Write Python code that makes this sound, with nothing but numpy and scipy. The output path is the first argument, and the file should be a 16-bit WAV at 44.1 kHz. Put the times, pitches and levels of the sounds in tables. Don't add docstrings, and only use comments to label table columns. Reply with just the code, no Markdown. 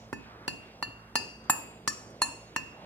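import sys
import numpy as np
from scipy import signal
from scipy.fft import rfft, irfft
from scipy.io import wavfile
from scipy.ndimage import uniform_filter1d

SR = 44100
rng = np.random.default_rng(int(sys.argv[2]) if len(sys.argv) > 2 else 0)


def linear_from_db(decibels):
    return 10 ** (np.asarray(decibels, float) / 20)


def generate_wav(sig):
    pcm = np.round(np.clip(np.atleast_2d(sig).T, -1, 1) * 32767).astype(np.int16)
    wavfile.write(sys.argv[1], SR, pcm)


N = 125685
SIDES = np.array([[0.5], [-0.5]])


def colour(x, points):
    p, n = np.array(points), x.shape[-1]
    f = np.maximum(np.arange(n // 2 + 1) * SR / n, 1)
    gain_db = np.interp(np.log(f), np.log(p[:, 0]), p[:, 1])
    return irfft(rfft(x) * linear_from_db(gain_db), n)


def unit(x):
    return x / np.sqrt(np.mean(x ** 2))


def decay(t, t60):
    return np.exp(-np.log(1000) * t / t60)


def shape(t, rise, t60):
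    t = np.maximum(t, 0)
    return (1 - np.exp(-(t / rise) ** 2)) * decay(t, t60)


def walk(rate):
    k = int(SR / rate)
    return unit(uniform_filter1d(uniform_filter1d(rng.standard_normal(N), k), k))


def filtered(x, order, hz, kind):
    return signal.sosfilt(signal.butter(order, hz, kind, fs=SR, output="sos"), x)


def place(out, at, sound):
    i = int(at * SR)
    out[:, i:i + sound.shape[1]] += sound


def fan():
    # frequency in Hz, level in dB per Hz.
    rush_mid = [(40, -7), (260, -5), (640, -6), (1300, -16), (2500, -20.5), (5200, -26.5), (7500, -40),
                (16000, -57)]
    # frequency in Hz, level in dB per Hz.
    rush_side = [(40, -19), (300, -5.5), (600, -9.5), (1300, 4.5), (2500, -13), (5200, -50), (7500, -49),
                 (16000, -35)]
    # frequency in Hz, level in dB, wobble in dB.
    hum = [(58.4, -67, 0), (113.4, -66, 3), (167.6, -69, 0.5), (220, -68.5, -3)]
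    flicker_db, left_first, pan_db = 3, 4, -2.2
    t, rush = np.arange(N) / SR, np.zeros((2, N))
    for hz in 45 * 2.0 ** np.arange(9):
        octave = filtered(rng.standard_normal((2, N)), 2, [hz / np.sqrt(2), hz * np.sqrt(2)], "bandpass")
        rush = rush + octave * linear_from_db(flicker_db * walk(10.7))
    mid = linear_from_db(-52.5) * unit(colour(rush[0], rush_mid))
    for hz, db, wobble_db in hum:
        level = linear_from_db(db + 6 + wobble_db * walk(7.2))
        mid = mid + level * np.sin(2 * np.pi * hz * t + 1.3 * walk(2.5))
    side = linear_from_db(-61.5) * unit(colour(rush[1], rush_side))
    return np.array([np.roll(mid, -left_first) + side, mid - side]) * linear_from_db(pan_db * SIDES)


def room(t):
    # frequency in Hz, level in dB.
    tone = [(150, 5.5), (700, 0), (1100, -2), (1700, -5), (3000, -0.5), (7000, -7.5), (11000, -4.5),
            (16000, -3.5)]
    build_s, t60_s, far_s, far_t60_s = 0.0031, 0.77, 0.061, 1
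    alike = 0.37
    noise = rng.standard_normal((3, len(t)))
    noise = colour(alike * noise[2] + noise[:2], tone)
    tail = noise * shape(t, build_s, t60_s) * decay(np.maximum(t - far_s, 0), far_t60_s)
    return tail / np.sqrt(np.sum(tail ** 2) / 2)


def tick(t, hz):
    band = [(hz / 2, -30), (hz / 2.4, -3), (hz, -3), (hz * 1.8, -30)]
    return unit(colour(rng.standard_normal((2, len(t))), band)) * shape(t, 0.002, 0.018)


def slide(t, length, hz, octaves):
    sag_t60_s, stop_t60_s, grain_db = 0.62, 0.46, 0.7
    band = [(hz * 2 ** (-3 * octaves), -30), (hz * 2 ** -octaves, -4), (hz, 0),
            (hz * 2 ** octaves, -4), (hz * 2 ** (3 * octaves), -30)]
    grit = linear_from_db(grain_db * walk(150)[:len(t)])
    env = shape(t, 0.0038, sag_t60_s) * decay(np.maximum(t - length, 0), stop_t60_s)
    return unit(colour(rng.standard_normal((2, len(t))), band)) * grit * env


def hollow(t, pitch, partials):
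    out = 0
    for ratio, db, t60, pan_db, lead in partials:
        turn = rng.standard_normal((3, 1))
        phase = 0.72 * turn[2] + 0.11 * turn[:2] + lead * SIDES
        env = linear_from_db(db + pan_db * SIDES) * shape(t, 0.0015, t60)
        out = out + env * np.sin(2 * np.pi * ratio * pitch * t + phase)
    return out


def bench_thump(t):
    # frequency in Hz, level in dB, t60 in s, left-right in dB, left leads in rad.
    bump = [(105.7, -3.5, 0.079, 5, 0.2), (187, -2.5, 0.056, 1, 0.28), (286, -2, 0.1, 6, 0.31)]
    return hollow(t, 0.99, bump)


def crack(t):
    # frequency in Hz, level in dB per Hz.
    tone = [(1200, -4), (2200, -4.5), (3300, 1.5), (5300, -4), (8000, 2.5), (13000, -10), (15600, -13.5),
            (16800, -21)]
    rise_s, t60_s = 0.00088, 0.027
    return unit(colour(rng.standard_normal((2, len(t))), tone)) * shape(t, rise_s, t60_s)


def thud(t):
    # frequency in Hz, level in dB, t60 in s, left-right in dB, left leads in rad.
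    body = [(175, -1.5, 0.021, -9, 1), (284, 6, 0.02, -3, 0.87), (419, -2, 0.021, -2.5, 0.93)]
    return filtered(hollow(t, 0.895, body), 2, 134, "highpass")


def knock(t, hz):
    # ratio to knock pitch, level in dB, t60 in s, left-right in dB, left leads in rad.
    partials = [(0.759, -8.5, 0.014, -12.5, 0.58), (0.871, -8, 0.029, 0.5, 0.57),
                (0.983, 1.5, 0.019, 3.5, 0.26), (1.107, 2, .015, -3.5, 1), (1.45, -2.5, 0.016, -1.5, 0.94),
                (1.749, 1.5, 0.011, -8.5, 0.88), (2.199, -12, 0.013, 11, 0.42)]
    return hollow(t, hz, partials)


def mode(t, hz, t60, grip_db, pan_db, lead, db):
    rise_s, grip_t60_s = 0.0016, 0.074
    tremor_db, tremor_rad, tremor_at_hz, steps = 3.5, 1.86, 7400, 50
    turn, shake = rng.standard_normal(), rng.standard_normal((2, steps))
    env = shape(t, rise_s, t60) + linear_from_db(grip_db) * shape(t, rise_s, grip_t60_s)
    depth = min(hz / tremor_at_hz, 1) ** 0.98
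    times = np.linspace(0, t[-1], steps)
    tremor, slip = (np.interp(t, times, (s - s[0]) * depth) for s in shake)
    level = linear_from_db(db + tremor_db * tremor + pan_db * SIDES)
    return level * env * np.sin(2 * np.pi * hz * t + turn + tremor_rad * slip + lead * SIDES)


def rings(t, tap):
    wall_hz = [1764, 2560, 2678, 2722, 2760]
    lug_hz = [4095, 4282, 4414]
    ribs_hz = [4622, 4698, 4728, 4830]
    boss_hz = [5520, 5630, 5670]
    race_hz = [6570, 6848, 7250, 7446, 7690]
    cage_hz = [8500, 8580, 9507, 9870, 10218]
    cage_top_hz = [10534, 10790, 11505, 12000, 13720]
    # t60 in s, extra under the mallet in dB, left-right in dB, left leads in rad.
    wall = [(0.17, 4, -5.5, 0.6), (0.51, 5, -1.5, 2), (0.43, 4.5, -5, -1), (0.4, 4, -4, -0.7),
            (0.65, 11.5, 0.5, -1.76)]
    lug = [(0.48, 4, -0.1, -6), (0.48, 31.5, 0.5, 1.2), (0.54, 0, 1.6, 7)]
    ribs = [(0.16, 24.5, 8, 2.7), (1, 19, 6, -1.2), (0.67, -24, 5, 1.4), (0.35, 6, 31, 1.3)]
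    boss = [(0.77, 8.2, -4.0, 8), (0.41, 21, 2.5, 0), (0.65, 8.9, 2, 1.8)]
    race = [(0.73, 19, -16.5, 1.7), (0.37, -1, 8, 2.2), (0.5, 16, -29, 3.1), (0.46, 14.5, 7.5, 2),
            (0.35, 1, 2, 0.46)]
    cage = [(0.72, 2, 5.2, 2.5), (0.24, -10, 0.1, 3), (0.44, 29.5, 1.6, 1.6), (0.38, 22, 4.5, 0.6),
            (0.2, -2, 4.1, 2.7)]
    cage_top = [(0.24, 6, -5, -0.73), (0.15, -1, 23, -0.03), (0.27, 7, -13, 1.3), (0.14, 17, 11, 1.7),
                (0.16, 14, 13, 0.04)]
    # one tap, the level of each mode in dB.
    wall_db = [(-42.5, -47, -77, -59, -68), (-43.5, -46, -47, -55, -39.5), (-43.5, -54, -54, -51, -41.5),
               (-33, -40.5, -67, -39.5, -37.5), (-34, -35, -71, -50, -46), (-32, -47, -63, -58, -63),
               (-34, -41, -54, -39.5, -42.5), (-37, -41, -46, -40.5, -39)]
    lug_db = [(-78, -86, -85), (-70, -64, -74), (-77, -61, -77), (-55, -56, -52), (-74, -69, -87),
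              (-75, -63, -79), (-69, -52, -73), (-76, -70.5, -93)]
    ribs_db = [(-77, -76, -72, -78), (-54, -63.5, -60, -71), (-58, -64, -73, -69),
               (-49.5, -48.5, -42, -46.5), (-62, -58.5, -56, -65), (-53, -57, -58, -61),
               (-61, -62, -66, -71), (-72, -66, -64, -67)]
    boss_db = [(-84, -74, -73), (-62.5, -60, -63), (-75, -74, -74), (-57, -51, -47), (-57, -58.5, -60),
               (-51, -50.5, -45), (-54, -56.5, -59), (-60, -58, -60)]
    race_db = [(-85, -69, -94, -69, -82), (-75, -58, -85, -59, -65), (-86, -62, -97, -87, -83),
               (-59.5, -51, -70, -54, -66), (-63, -38.5, -52.5, -36.5, -43),
               (-56.5, -49.5, -67, -47.5, -57), (-55, -43, -58.5, -45, -49), (-64, -58, -70, -58.5, -75)]
    cage_db = [(-86, -82, -87, -81, -74), (-60, -74, -77, -72, -54), (-79, -76, -89, -83, -60),
               (-56.5, -65, -61, -58.5, -51), (-51, -67, -63, -61, -48), (-57, -57, -63, -61, -58),
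               (-48, -50, -52.5, -64, -47), (-81, -68, -93, -87, -65)]
    cage_top_db = [(-73, -77, -91, -89, -87), (-68, -75, -91, -87, -77), (-70, -69, -79, -78, -78),
                   (-59, -57, -85, -65, -66), (-45, -42.5, -50, -43.5, -50), (-57, -59, -70, -63, -82),
                   (-43.5, -52, -82, -59, -62), (-76, -66, -86, -60.5, -74)]
    parts = [(wall_hz, wall, wall_db), (lug_hz, lug, lug_db), (ribs_hz, ribs, ribs_db),
             (boss_hz, boss, boss_db), (race_hz, race, race_db), (cage_hz, cage, cage_db),
             (cage_top_hz, cage_top, cage_top_db)]
    out = 0
    for pitches, ringing, levels in parts:
        for hz, settings, db in zip(pitches, ringing, levels[tap]):
            out = out + mode(t, hz, *settings, db)
    return out


def scene():
    # start in seconds, level in dB, centre in Hz.
    ticks = [
        (0.813, -57, 14000),
        (1.44, -50, 7200),
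        (2.102, -50, 10000),
    ]
    # start in s, length in s, level in dB, centre in Hz, width in octaves.
    slides = [
        (1.16, 0.08, -54.5, 6160, 0.36),
        (1.5, 0.075, -46.5, 9500, 0.21),
        (1.501, 0.062, -49, 12500, 0.22),
        (1.886, 0.05, -58, 8500, 0.25),
        (2.213, 0.075, -43, 8030, 0.19),
        (2.555, 0.06, -67, 6400, 0.37),
    ]
    # seconds ago, level in dB, centre in Hz, width in octaves.
    earlier = (.02, -61, 5800, .3)
    # start in seconds, level in dB.
    bench_thumps = [
        (0.529, -45),
        (0.878, -41),
        (1.2, -39.5),
        (1.585, -40.5),
        (2.278, -38),
        (2.629, -45),
    ]
    # start in seconds, knock in dB, knock in Hz, thud in dB, crack in dB.
    taps = [
        (0.1285, -21.5, 940, -24.5, -42.5),
        (0.479, -20.5, 954, -27.5, -29.5),
        (.826, -20.5, 1000, -29.5, -34.5),
        (1.155, -14.5, 976, -27, -23.5),
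        (1.4976, -8, 918, -25, -24.5),
        (1.876, -18, 1115, -28.5, -21.5),
        (2.218, -12.5, 936, -34, -22),
        (2.562, -16, 1067, -28.5, -30),
    ]
    room_db, ring_room_db = -12, -2.5
    out, span = np.zeros((2, N + SR)), int(0.5 * SR)
    t = np.arange(span) / SR
    for at, db, hz in ticks:
        place(out, at, linear_from_db(db) * tick(t, hz))
    for at, length, db, hz, octaves in slides:
        place(out, at, linear_from_db(db) * slide(t, length, hz, octaves))
    ago, db, hz, octaves = earlier
    place(out, 0, linear_from_db(db) * slide(t + ago, 0.079, hz, octaves))
    for at, db in bench_thumps:
        place(out, at, linear_from_db(db) * bench_thump(t))
    for tap, (at, knock_db, hz, thud_db, crack_db) in enumerate(taps):
        blow = linear_from_db(knock_db) * knock(t, hz) + linear_from_db(thud_db) * thud(t) + linear_from_db(crack_db) * crack(t)
        ring = rings(t, tap)
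        into_room = blow + linear_from_db(ring_room_db) * ring
        answer = signal.fftconvolve(into_room, room(t), axes=1)[:, :span]
        place(out, at - 0.0008, blow + ring + linear_from_db(room_db) * answer)
    return out[:, :N] + fan()


def low_pass(x):
    return signal.sosfilt(signal.butter(12, 16830, fs=SR, output="sos"), x)


def record(dry):
    hiss = filtered(rng.standard_normal(dry.shape), 8, 15800, "lowpass")
    x = filtered(dry + linear_from_db(-75) * hiss, 5, 48, "highpass")
    x = filtered(x, 8, 16650, "lowpass")
    return low_pass(x)


dry = scene()
out = record(dry)
generate_wav(out)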